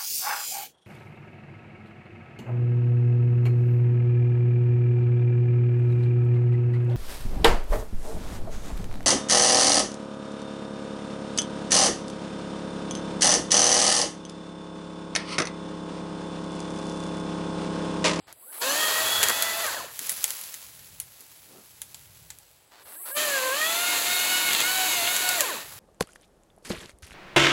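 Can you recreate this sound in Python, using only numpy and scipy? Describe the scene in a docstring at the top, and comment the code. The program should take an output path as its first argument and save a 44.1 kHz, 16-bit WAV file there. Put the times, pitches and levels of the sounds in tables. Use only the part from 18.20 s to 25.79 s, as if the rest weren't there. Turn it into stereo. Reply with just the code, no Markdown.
"""In a quiet garden a cordless pole saw starts up and cuts a branch overhead. Chain links strike the
sprocket (the wheel that drives them), gears whine and the chain rattles along its bar; the pitch sags
under load. The wood cracks, the saw stops and the branch crashes down through the leaves. Twigs snap
as someone steps closer. A second, longer burst cuts another branch, which cracks and starts to fall."""
import sys
import numpy as np
from scipy import signal
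from scipy.fft import rfft, irfft
from scipy.io import wavfile

SR = 44100
rng = np.random.default_rng(int(sys.argv[2]) if len(sys.argv) > 2 else 0)


def output_pcm(signal):
    """Save a mono or channel-first signal as 16-bit PCM at the path in sys.argv[1].

    Samples are clipped to [-1, 1] before scaling.
    """
    pcm = np.clip(np.atleast_2d(signal).T, -1, 1) * 32767
    wavfile.write(sys.argv[1], SR, np.round(pcm).astype(np.int16))


N = 334719
TIME = np.arange(N) / SR
FULL_SPEED_HZ = 650  # links a second

# links striking the sprocket, one curve a burst, from end of run-up to trigger release (t/s, rate/Hz)
LINK_RATES = [
    [(.405, 457.4), (.47, 532.7), (.6, 625), (.7, 624), (.85, 641.7), (1.15, 656), (1.43, 671.5)],
    [(4.955, 588.4), (5.03, 613.4), (5.2, 518.7), (5.31, 520.4), (5.4, 613), (5.6, 703.5), (5.7, 715.4),
     (6, 719), (6.1, 735.5), (6.3, 728.3), (6.58, 754.3), (6.72, 735.5), (7.13, 730), (7.17, 699.6)],
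]
# teeth in the wood, one row a burst (start/s, end/s, chain noise boost/dB)
CUTS = [(0.445, 1.096, 4), (5.47, 7.04, 1.5)]
# the cut pinches the chain (t/s, width/s, drop in link rate/Hz, dip of the whine/dB)
PINCHES = [(1.067, 0.038, 23, 6), (5.811, .04, 22.6, 4), (6.389, .042, 65, 4), (6.626, 0.101, 2.06, 1),
           (6.821, .045, 48, 0)]


def undb(db):
    """Turn decibels into a gain."""
    return 10 ** (np.asarray(db) / 20)


def unit(x):
    """Scale to an average (rms) level of 1."""
    return x / np.sqrt(np.mean(x ** 2))


def curve(points):
    """Join (time, value) points with straight lines."""
    return np.interp(TIME, *np.transpose(points))


def during(points, fade_s=0.037):
    """1 from the first point to the last, fading to 0 outside."""
    return np.clip(np.minimum(TIME - points[0][0], points[-1][0] - TIME) / fade_s + 1, 0, 1)


def gate(start, end, fade_s):
    """1 between two times, with fades centred on them."""
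    return np.clip(np.minimum(TIME - start, end - TIME) / fade_s + .5, 0, 1)


def swell(t, width):
    """A bell-shaped rise and fall around time t."""
    return np.exp(-.5 * ((TIME - t) / width) ** 2)


def swells(rows):
    """Add up one swell for each (time, width, level) row."""
    return sum(undb(db) * swell(t, width) for t, width, db in rows)


def bins(x):
    """The frequencies in the spectrum of x."""
    return np.maximum(np.arange(len(x) // 2 + 1) * SR / len(x), 1)


def colour(x, points):
    """Shape lows and highs by (frequency, level) points."""
    hz, db = np.transpose(points)
    return irfft(rfft(x) * undb(np.interp(np.log(bins(x)), np.log(hz), db)), len(x))


def band(x, low_hz, high_hz, order=2):
    """Keep the sound between two frequencies, scaled to level 1."""
    return unit(signal.sosfilt(signal.butter(order, [low_hz, high_hz], "band", fs=SR, output="sos"), x))


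def ring(x, modes):
    """Let x ring an object with (frequency, width, level) resonances."""
    f = bins(x)
    response = sum(undb(db) / (1 + 1j * (f * f - hz * hz) / (f * width)) for hz, width, db in modes)
    return irfft(rfft(x) * response, len(x))


def wander(rate):
    """A random drift that turns about rate times a second."""
    return unit(np.interp(TIME * rate, np.arange(8000), rng.standard_normal(8000)))


def grains(rate, spread_db):
    """About rate tiny impacts a second, most weak and a few strong."""
    size = undb(spread_db * np.minimum(rng.exponential(size=N), 5))
    return unit((rng.random(N) < rate / SR) * size * rng.standard_normal(N))


def tone(cycles, db, flutter, flutter_rate=130, swell_db=2.6):
    """A machine tone that swells and flutters because no two teeth strike alike."""
    shake = 1 + flutter * (wander(flutter_rate) + 1j * wander(flutter_rate))
    wave = np.real(shake * np.exp(2j * np.pi * cycles)) / np.sqrt(.5 + flutter ** 2)
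    return wave * undb(db + swell_db * wander(14))


def garden(air_db=-62, rumble_db=-67, dip_db=-20):
    """Faint outdoor hiss over a low rumble, which dips as the saw starts."""
    # colour of the outdoor hiss (f/Hz, level/dB)
    air_colour = [(120, -33), (200, -13), (298, -5.5), (702, -4), (812, -2), (1130, -10.5), (4920, -11.5),
                  (6020, -59), (7760, -4), (15500, -32)]
    # the rumble swells as each branch gives way and falls (t/s, width/s, level/dB)
    rumbles = [(1.09, 0.21, -55), (1.955, 0.096, -62), (6.59, 0.65, -59)]
    starting = sum(gate(rates[0][0] - .23, rates[0][0] + .043, .12) for rates in LINK_RATES)
    steady = band(rng.standard_normal(N), 56, 144) * undb(rumble_db + dip_db * starting)
    surges = band(rng.standard_normal(N), 60, 144) * swells(rumbles)
    air = unit(colour(rng.standard_normal(N), air_colour)) * undb(air_db)
    return (steady + surges) * undb(3.5 * wander(6)) + air


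def thuds():
    """The falling branch and feet land dully on grass."""
    # landings (t/s, width/s, level/dB)
    landings = [(1.815, 0.011, -50.5), (1.925, 0.0098, -48), (2.05, 0.041, -67), (3.02, 0.021, -62),
                (3.335, 0.044, -56.5), (3.39, 0.037, -59)]
    # their dull colour (f/Hz, level/dB)
    thud_colour = [(47, -44), (80, -15), (269, -1), (811, -9), (891, -16), (1370, -13), (2000, -39),
                   (2600, -58), (4400, -120)]
    return unit(colour(grains(5000, 3.2), thud_colour)) * swells(landings)


def foliage(gain_db=-1.5, flicker_db=1.1):
    """Leaves and needles brush past each other in countless small ticks."""
    # swishing, one curve for each falling branch (t/s, level/dB)
    falls = [
        [(1.62, -48.5), (1.83, -31.5), (1.96, -33), (2.03, -30), (2.45, -40.5), (2.79, -47), (4.01, -49),
         (4.37, -55.5), (4.6, -65)],
        [(7.3, -39), (7.59, -41)],
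    ]
    # colour of the leaves (f/Hz, level/dB)
    leaf_colour = [(88, -40), (150, -14.5), (314, -18.5), (540, -10), (966, -9.5), (2020, -7), (7410, -5),
                   (9180, -0.5), (10700, 0), (15500, -3.5)]
    ticks = grains(12000, 2.4) * undb(flicker_db * wander(35))
    level = sum(undb(curve(fall) + gain_db) * during(fall, fade_s=.065) for fall in falls)
    return unit(colour(ticks, leaf_colour)) * level


def tearing_wood():
    """Teeth snatch at the wood, and the first branch groans as it tears."""
    # snatches of the teeth (t/s, width/s, level/dB)
    snatches = [(1.033, .008, -23.5), (1.098, 0.017, -39), (6.34, 0.036, -27.5), (6.408, 0.0096, -22),
                (6.875, 0.015, -24.5), (6.966, .01, -30)]
    # their colour (f/Hz, level/dB)
    snatch_colour = [(80, -22), (250, -9), (700, -11), (1800, -6), (3300, 1), (4400, -4.5), (5500, -16),
                     (7700, -7), (15000, -33)]
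    # groans of the branch (t/s, width/s, level/dB)
    groans = [(1.04, 0.024, -28.5), (1.1, 0.012, -26.5)]
    # their colour (f/Hz, level/dB)
    groan_colour = [(50, -14), (120, -14), (400, -2), (1000, 0.5), (1800, 4), (2600, -11), (6000, -53)]
    snatching = unit(colour(grains(4500, 4.6), snatch_colour)) * swells(snatches)
    groaning = unit(colour(grains(6000, 4), groan_colour)) * swells(groans)
    return snatching + groaning


def cracks(splinter_db=3, wood_db=4, gain_db=-1):
    """Fibres part in one bright snap that rings the wood; splinters follow and trees answer faintly."""
    # breaking wood and twigs (t/s, peak/dB, woody body/dB, splinter tail/dB)
    breaks = [(0.127, -23.5, -10, -26), (1.0298, -2.5, 6, -18), (1.0337, -8, -3, -19),
              (1.0357, -5.5, 9, -10), (1.0857, -3.5, 5, -18), (1.0969, -5.5, 5, -7), (1.2235, -3, -1, -13),
              (1.4655, -13, -3, -15), (1.7921, -10.5, 2, -21), (1.8343, -30, -4, -18),
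              (1.8676, -18, -8, -10), (1.8938, -8, -13, -8.5), (1.9185, -12, -16, -12),
              (1.9695, -19.5, -14, -8), (2.0418, 0, 2, -22.5), (2.1053, -8, -5, -19.5),
              (2.2128, -18, -16, -13), (2.3419, -18, 7, -17), (2.8007, -8, -11.5, -15.5),
              (3.0068, -25.5, -9, -12), (3.6177, -13.5, -7, -13.5), (3.7449, -21.5, 6, -12),
              (4.103, -23.5, 11, -2), (4.1868, -27.5, -4, -23), (6.332, -8, 7, -6), (6.4031, -5, 8, -8),
              (6.9641, -7, 14, -6), (7.09, -6.5, 3, -12), (7.2068, -0.5, 9, -14.5)]
    # resonances of the wood (f/Hz, width/Hz, level/dB)
    wood_modes = [(930, 110, 8), (2130, 950, 11.5), (3450, 1400, 6.5), (4520, 3100, 8.5),
                  (7300, 2060, 15.5)]
    out, t = np.zeros(N + SR), TIME[:SR // 4]
    # the break crosses the fibres in under a millisecond
    snap = np.cos(2 * np.pi * (16000 * t - 1e7 * t * t)) * np.clip(1 - (t / .0008) ** 2, 0, 1)
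    tail = np.exp(-t / .004) + undb(-14) * np.exp(-t / .035)
    for start_s, peak_db, body_db, tail_db in breaks:
        impact = snap + undb(tail_db + splinter_db) * rng.standard_normal(len(t)) * tail
        body = undb(body_db + wood_db) * unit(ring(impact, wood_modes))
        crack = band(impact, 9200, 10530, order=1) + body
        start = int(start_s * SR)
        out[start:start + len(t)] += crack / np.abs(crack).max() * undb(peak_db + gain_db)
    return out[:N]


def motion(burst, run_up_hz_per_s=1480, brake_hz_per_s=2600, tremble=.00232):
    """The motor runs up, sags at each pinch and is braked; its speed trembles slightly throughout."""
    rates = LINK_RATES[burst]
    run_up_end_s, release_s = rates[0][0], rates[-1][0]
    cut_start, cut_end, _ = CUTS[burst]
    run_up = run_up_hz_per_s * np.maximum(run_up_end_s - TIME, 0)
    braking = brake_hz_per_s * np.maximum(TIME - release_s, 0)
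    sag = sum(drop_hz * swell(t, width) for t, width, drop_hz, _ in PINCHES)
    link_hz = np.maximum(curve(rates) - run_up - braking - sag, 0) * (1 + tremble * wander(45))
    # each of these runs from 0 (no) to 1 (yes)
    full_sound = gate(run_up_end_s, np.inf, .03)
    cutting = gate(cut_start, cut_end, .33)
    coasting = gate(release_s, np.inf, .033)
    return link_hz, full_sound, cutting, coasting


def clatter():
    """Loose links knock on the bar as the chain starts and as it settles."""
    # spells of knocking (start/s, length/s, level/dB)
    knocks = [(0.072, 0.06, -49.5), (0.323, 0.069, -47), (4.515, 0.12, -52), (4.653, 0.11, -51.5),
              (4.855, 0.066, -43.5), (7.296, .14, -43.5), (7.44, .2, -50)]
    # their colour (f/Hz, level/dB)
    knock_colour = [(100, -41), (300, -8), (750, 1), (1700, -2), (2600, -8), (4400, -6.5), (6000, -12.5),
                    (15000, -15)]
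    level = sum(undb(db) * gate(t, t + length, .01) for t, length, db in knocks)
    return unit(colour(grains(5000, 1.8), knock_colour)) * level


def flap(state):
    """As the chain first gathers speed, every second link slaps the bar and the rivets sing."""
    # rise and fall of the flapping (t/s, level/dB)
    loudness = [(.40, -70), (.43, -54), (.5, -35), (.57, -44), (.64, -46)]
    # its tones (multiple of the slap rate, level/dB)
    slap_tones = [(1, -6.5), (15, 1), (18, -7), (22, -3)]
    link_hz, *_ = state
    slaps = np.cumsum(link_hz) / SR / 2
    return sum(tone(k * slaps, curve(loudness) + db, flutter=.4) for k, db in slap_tones) * during(loudness)


def chain(burst, state, lag_s=.031, run_up_db=-30, surge_db=4, settle_s=.16):
    """Tiny impacts ring the bar and housing, louder at speed and in the wood."""
    # base levels, one row a burst (bar rattle/dB, tooth rasp/dB, chain hiss/dB)
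    levels = [(-35, -33, -31.5), (-35, -31.5, -29.5)]
    # colour of the running chain, one curve a burst (f/Hz, level/dB)
    chain_colours = [
        [(100, -49), (200, -10), (300, -13.5), (420, -3), (800, 1.5), (1200, 0), (1800, 1.5), (2400, -11.5),
         (3300, -6), (4500, -4.5), (5500, -9.5), (7500, -4), (10500, -2), (15500, -7)],
        [(100, -33), (200, -11.5), (300, -6), (420, -5.5), (800, -1), (1200, -2.5), (1800, -1), (2400, -2),
         (3000, -2), (4200, 4.5), (5400, -2.5), (7500, 5), (10500, 6.5), (15500, 2)],
    ]
    # resonances of bar and gear housing (f/Hz, width/Hz, level/dB)
    housing_modes = [(315, 13, 0), (1110, 34, -7), (1830, 65, 1.5), (2585, 54, -4.5), (4350, 76, -6)]
    link_hz, full_sound, cutting, _ = state
    rattle_db, rasp_db, hiss_db = levels[burst]
    _, _, boost_db = CUTS[burst]
    lag = np.exp(-1 / (lag_s * SR))  # the shaking trails the speed
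    shaking = signal.lfilter([1 - lag], [1, -lag], link_hz / FULL_SPEED_HZ + 1e-9)
    links = np.cumsum(link_hz) / SR
    # impacts bunch at every link and at every cutting tooth, four links apart
    bunching = (1 + .06 * np.cos(2 * np.pi * links)) * (1 + .028 * np.cos(2 * np.pi * links / 4))
    impacts = grains(30000, .43) * bunching * undb(.71 * wander(60))
    body = colour(impacts + ring(impacts, housing_modes), chain_colours[burst])
    rattle = band(body, 110, 2660, order=4) * undb(rattle_db) * shaking ** .7
    rasp = band(body, 2194, 7760, order=7) * undb(rasp_db) * shaking ** .98
    ticks = colour(grains(30000, .36) * bunching, chain_colours[burst])
    hiss = band(ticks, 7930, 15700, order=12) * undb(hiss_db) * shaking ** 1.2
    # the run-up is mostly hiss; rattle and rasp then come in suddenly, briefly louder
    running = (rattle + rasp) * undb(run_up_db * (1 - full_sound)) + hiss
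    surge = full_sound * np.exp(-np.cumsum(full_sound) / SR / settle_s)
    return running * undb(boost_db * cutting + surge_db * surge)


def whine(burst, state, run_up_db=-20, turns_per_link=.4332, gear_teeth=12):
    """Links beat on the sprocket, driven by a motor through gears; a pinch smothers every tone."""
    # base levels, one row a burst (link tones 1, 2, 3/dB, overtones/dB, gears/dB, motor/dB)
    levels = [(-46, -45.5, -45, -49, -37.5, -44), (-43.5, -43, -41.5, -39.5, -37.5, -46)]
    # overtones of the links (multiple of the link rate, level/dB)
    link_overtones = [(4, 0.5), (5, -5), (6, -4), (7, -10.5), (9, -6)]
    # drone of the motor (multiple of its turning rate, level/dB)
    motor_tones = [(1, -29), (3, -2), (5, -1.5), (9, -2.5)]
    # resonances that lift a tone gliding through them (f/Hz, width/Hz, level/dB)
    peaks = [(543, 99, 7), (751.7, 29.5, 9), (1074, 170, 6.5), (1448, 31, 3), (1617, 120, 14.5),
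             (1882, 75, 12.5), (2161, 73, 6), (3320, 330, 0)]

    def lift(hz):
        """The gain that the resonances give a tone at this pitch."""
        return 1 + sum(undb(db) / (1 + (2 * (hz - f) / width) ** 2) for f, width, db in peaks)

    link_hz, full_sound, cutting, coasting = state
    *beat_dbs, overtone_db, gear_db, motor_db = levels[burst]
    links = np.cumsum(link_hz) / SR
    turns = turns_per_link * links
    rough = coasting + 1 - full_sound  # the tones are rough while running up or coasting
    beat = sum(tone(k * links, db, flutter=.22 + .42 * rough, swell_db=3) * lift(k * link_hz)
               for k, db in enumerate(beat_dbs, 1))
    overtones = sum(tone(k * links, overtone_db + db, flutter=.41) for k, db in link_overtones)
    motor = sum(tone(k * turns, motor_db + db, flutter=.34) for k, db in motor_tones)
    gears = tone(gear_teeth * turns, gear_db - 3, flutter=.5 + rough, flutter_rate=220)
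    gears *= lift(gear_teeth * turns_per_link * link_hz)
    gears *= np.minimum(link_hz / 290, 1)  # gears sound even at low speed
    # cutting brings out the gears and overtones
    gears *= undb(-3 * (1 - cutting) * (1 - rough) - 10 * rough)
    tones = (beat + motor) * undb(-2.5 * cutting) + overtones * undb(-7 * (1 - cutting))
    tones *= (link_hz / FULL_SPEED_HZ) ** 1.34
    pinch_db = sum(dip_db * swell(t, width) for t, width, _, dip_db in PINCHES)
    return (tones + gears) * undb(run_up_db * (1 - full_sound) - pinch_db)


def noises(states):
    """All that rumbles, rustles and rattles, with fresh randomness on each call."""
    chains = sum(chain(burst, state) for burst, state in enumerate(states))
    return garden() + thuds() + foliage() + tearing_wood() + clatter() + chains


def scene(echo_s=.018):
    """All sources lie ahead; trunks and branches scatter part of their sound to the sides."""
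    # scattered sound compared with direct sound (f/Hz, level/dB)
    scatter_colour = [(60, -10), (300, -9), (700, -5), (1300, -7), (2500, -4), (5000, -4), (8000, -10),
                      (15000, -11)]
    states = [motion(burst) for burst in range(len(CUTS))]
    whines = sum(whine(burst, state) for burst, state in enumerate(states))
    distinct = cracks() + flap(states[0]) + whines
    echoes = rng.standard_normal(SR // 8) * np.exp(-TIME[:SR // 8] / echo_s)
    scattered = signal.fftconvolve(distinct, echoes / np.linalg.norm(echoes))[:N]
    direct = distinct + noises(states)
    side = colour(scattered + noises(states), scatter_colour)
    return np.array([direct + side, direct - side])


def record(dry, top_hz=15850):
    """Left and right are out of step in the treble and near 740 Hz, widening the sound; the top is cut."""
    # how far left and right are out of step (f/Hz, phase/radians)
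    phase_gap = [(0, 0), (630, 0), (740, 2.1), (900, 0), (2600, 0), (3500, .8), (5400, -1.1), (6900, 0),
                 (9200, -3.14), (13550, -9.42), (22050, -21.5)]
    shift = np.exp(.5j * np.interp(bins(dry[0]), *np.transpose(phase_gap)))
    channels = irfft(rfft(dry) * np.array([shift, 1 / shift]), N)
    return signal.sosfilt(signal.ellip(10, .2, 80, top_hz, fs=SR, output="sos"), channels)


dry = scene()
out = record(dry)
output_pcm(out)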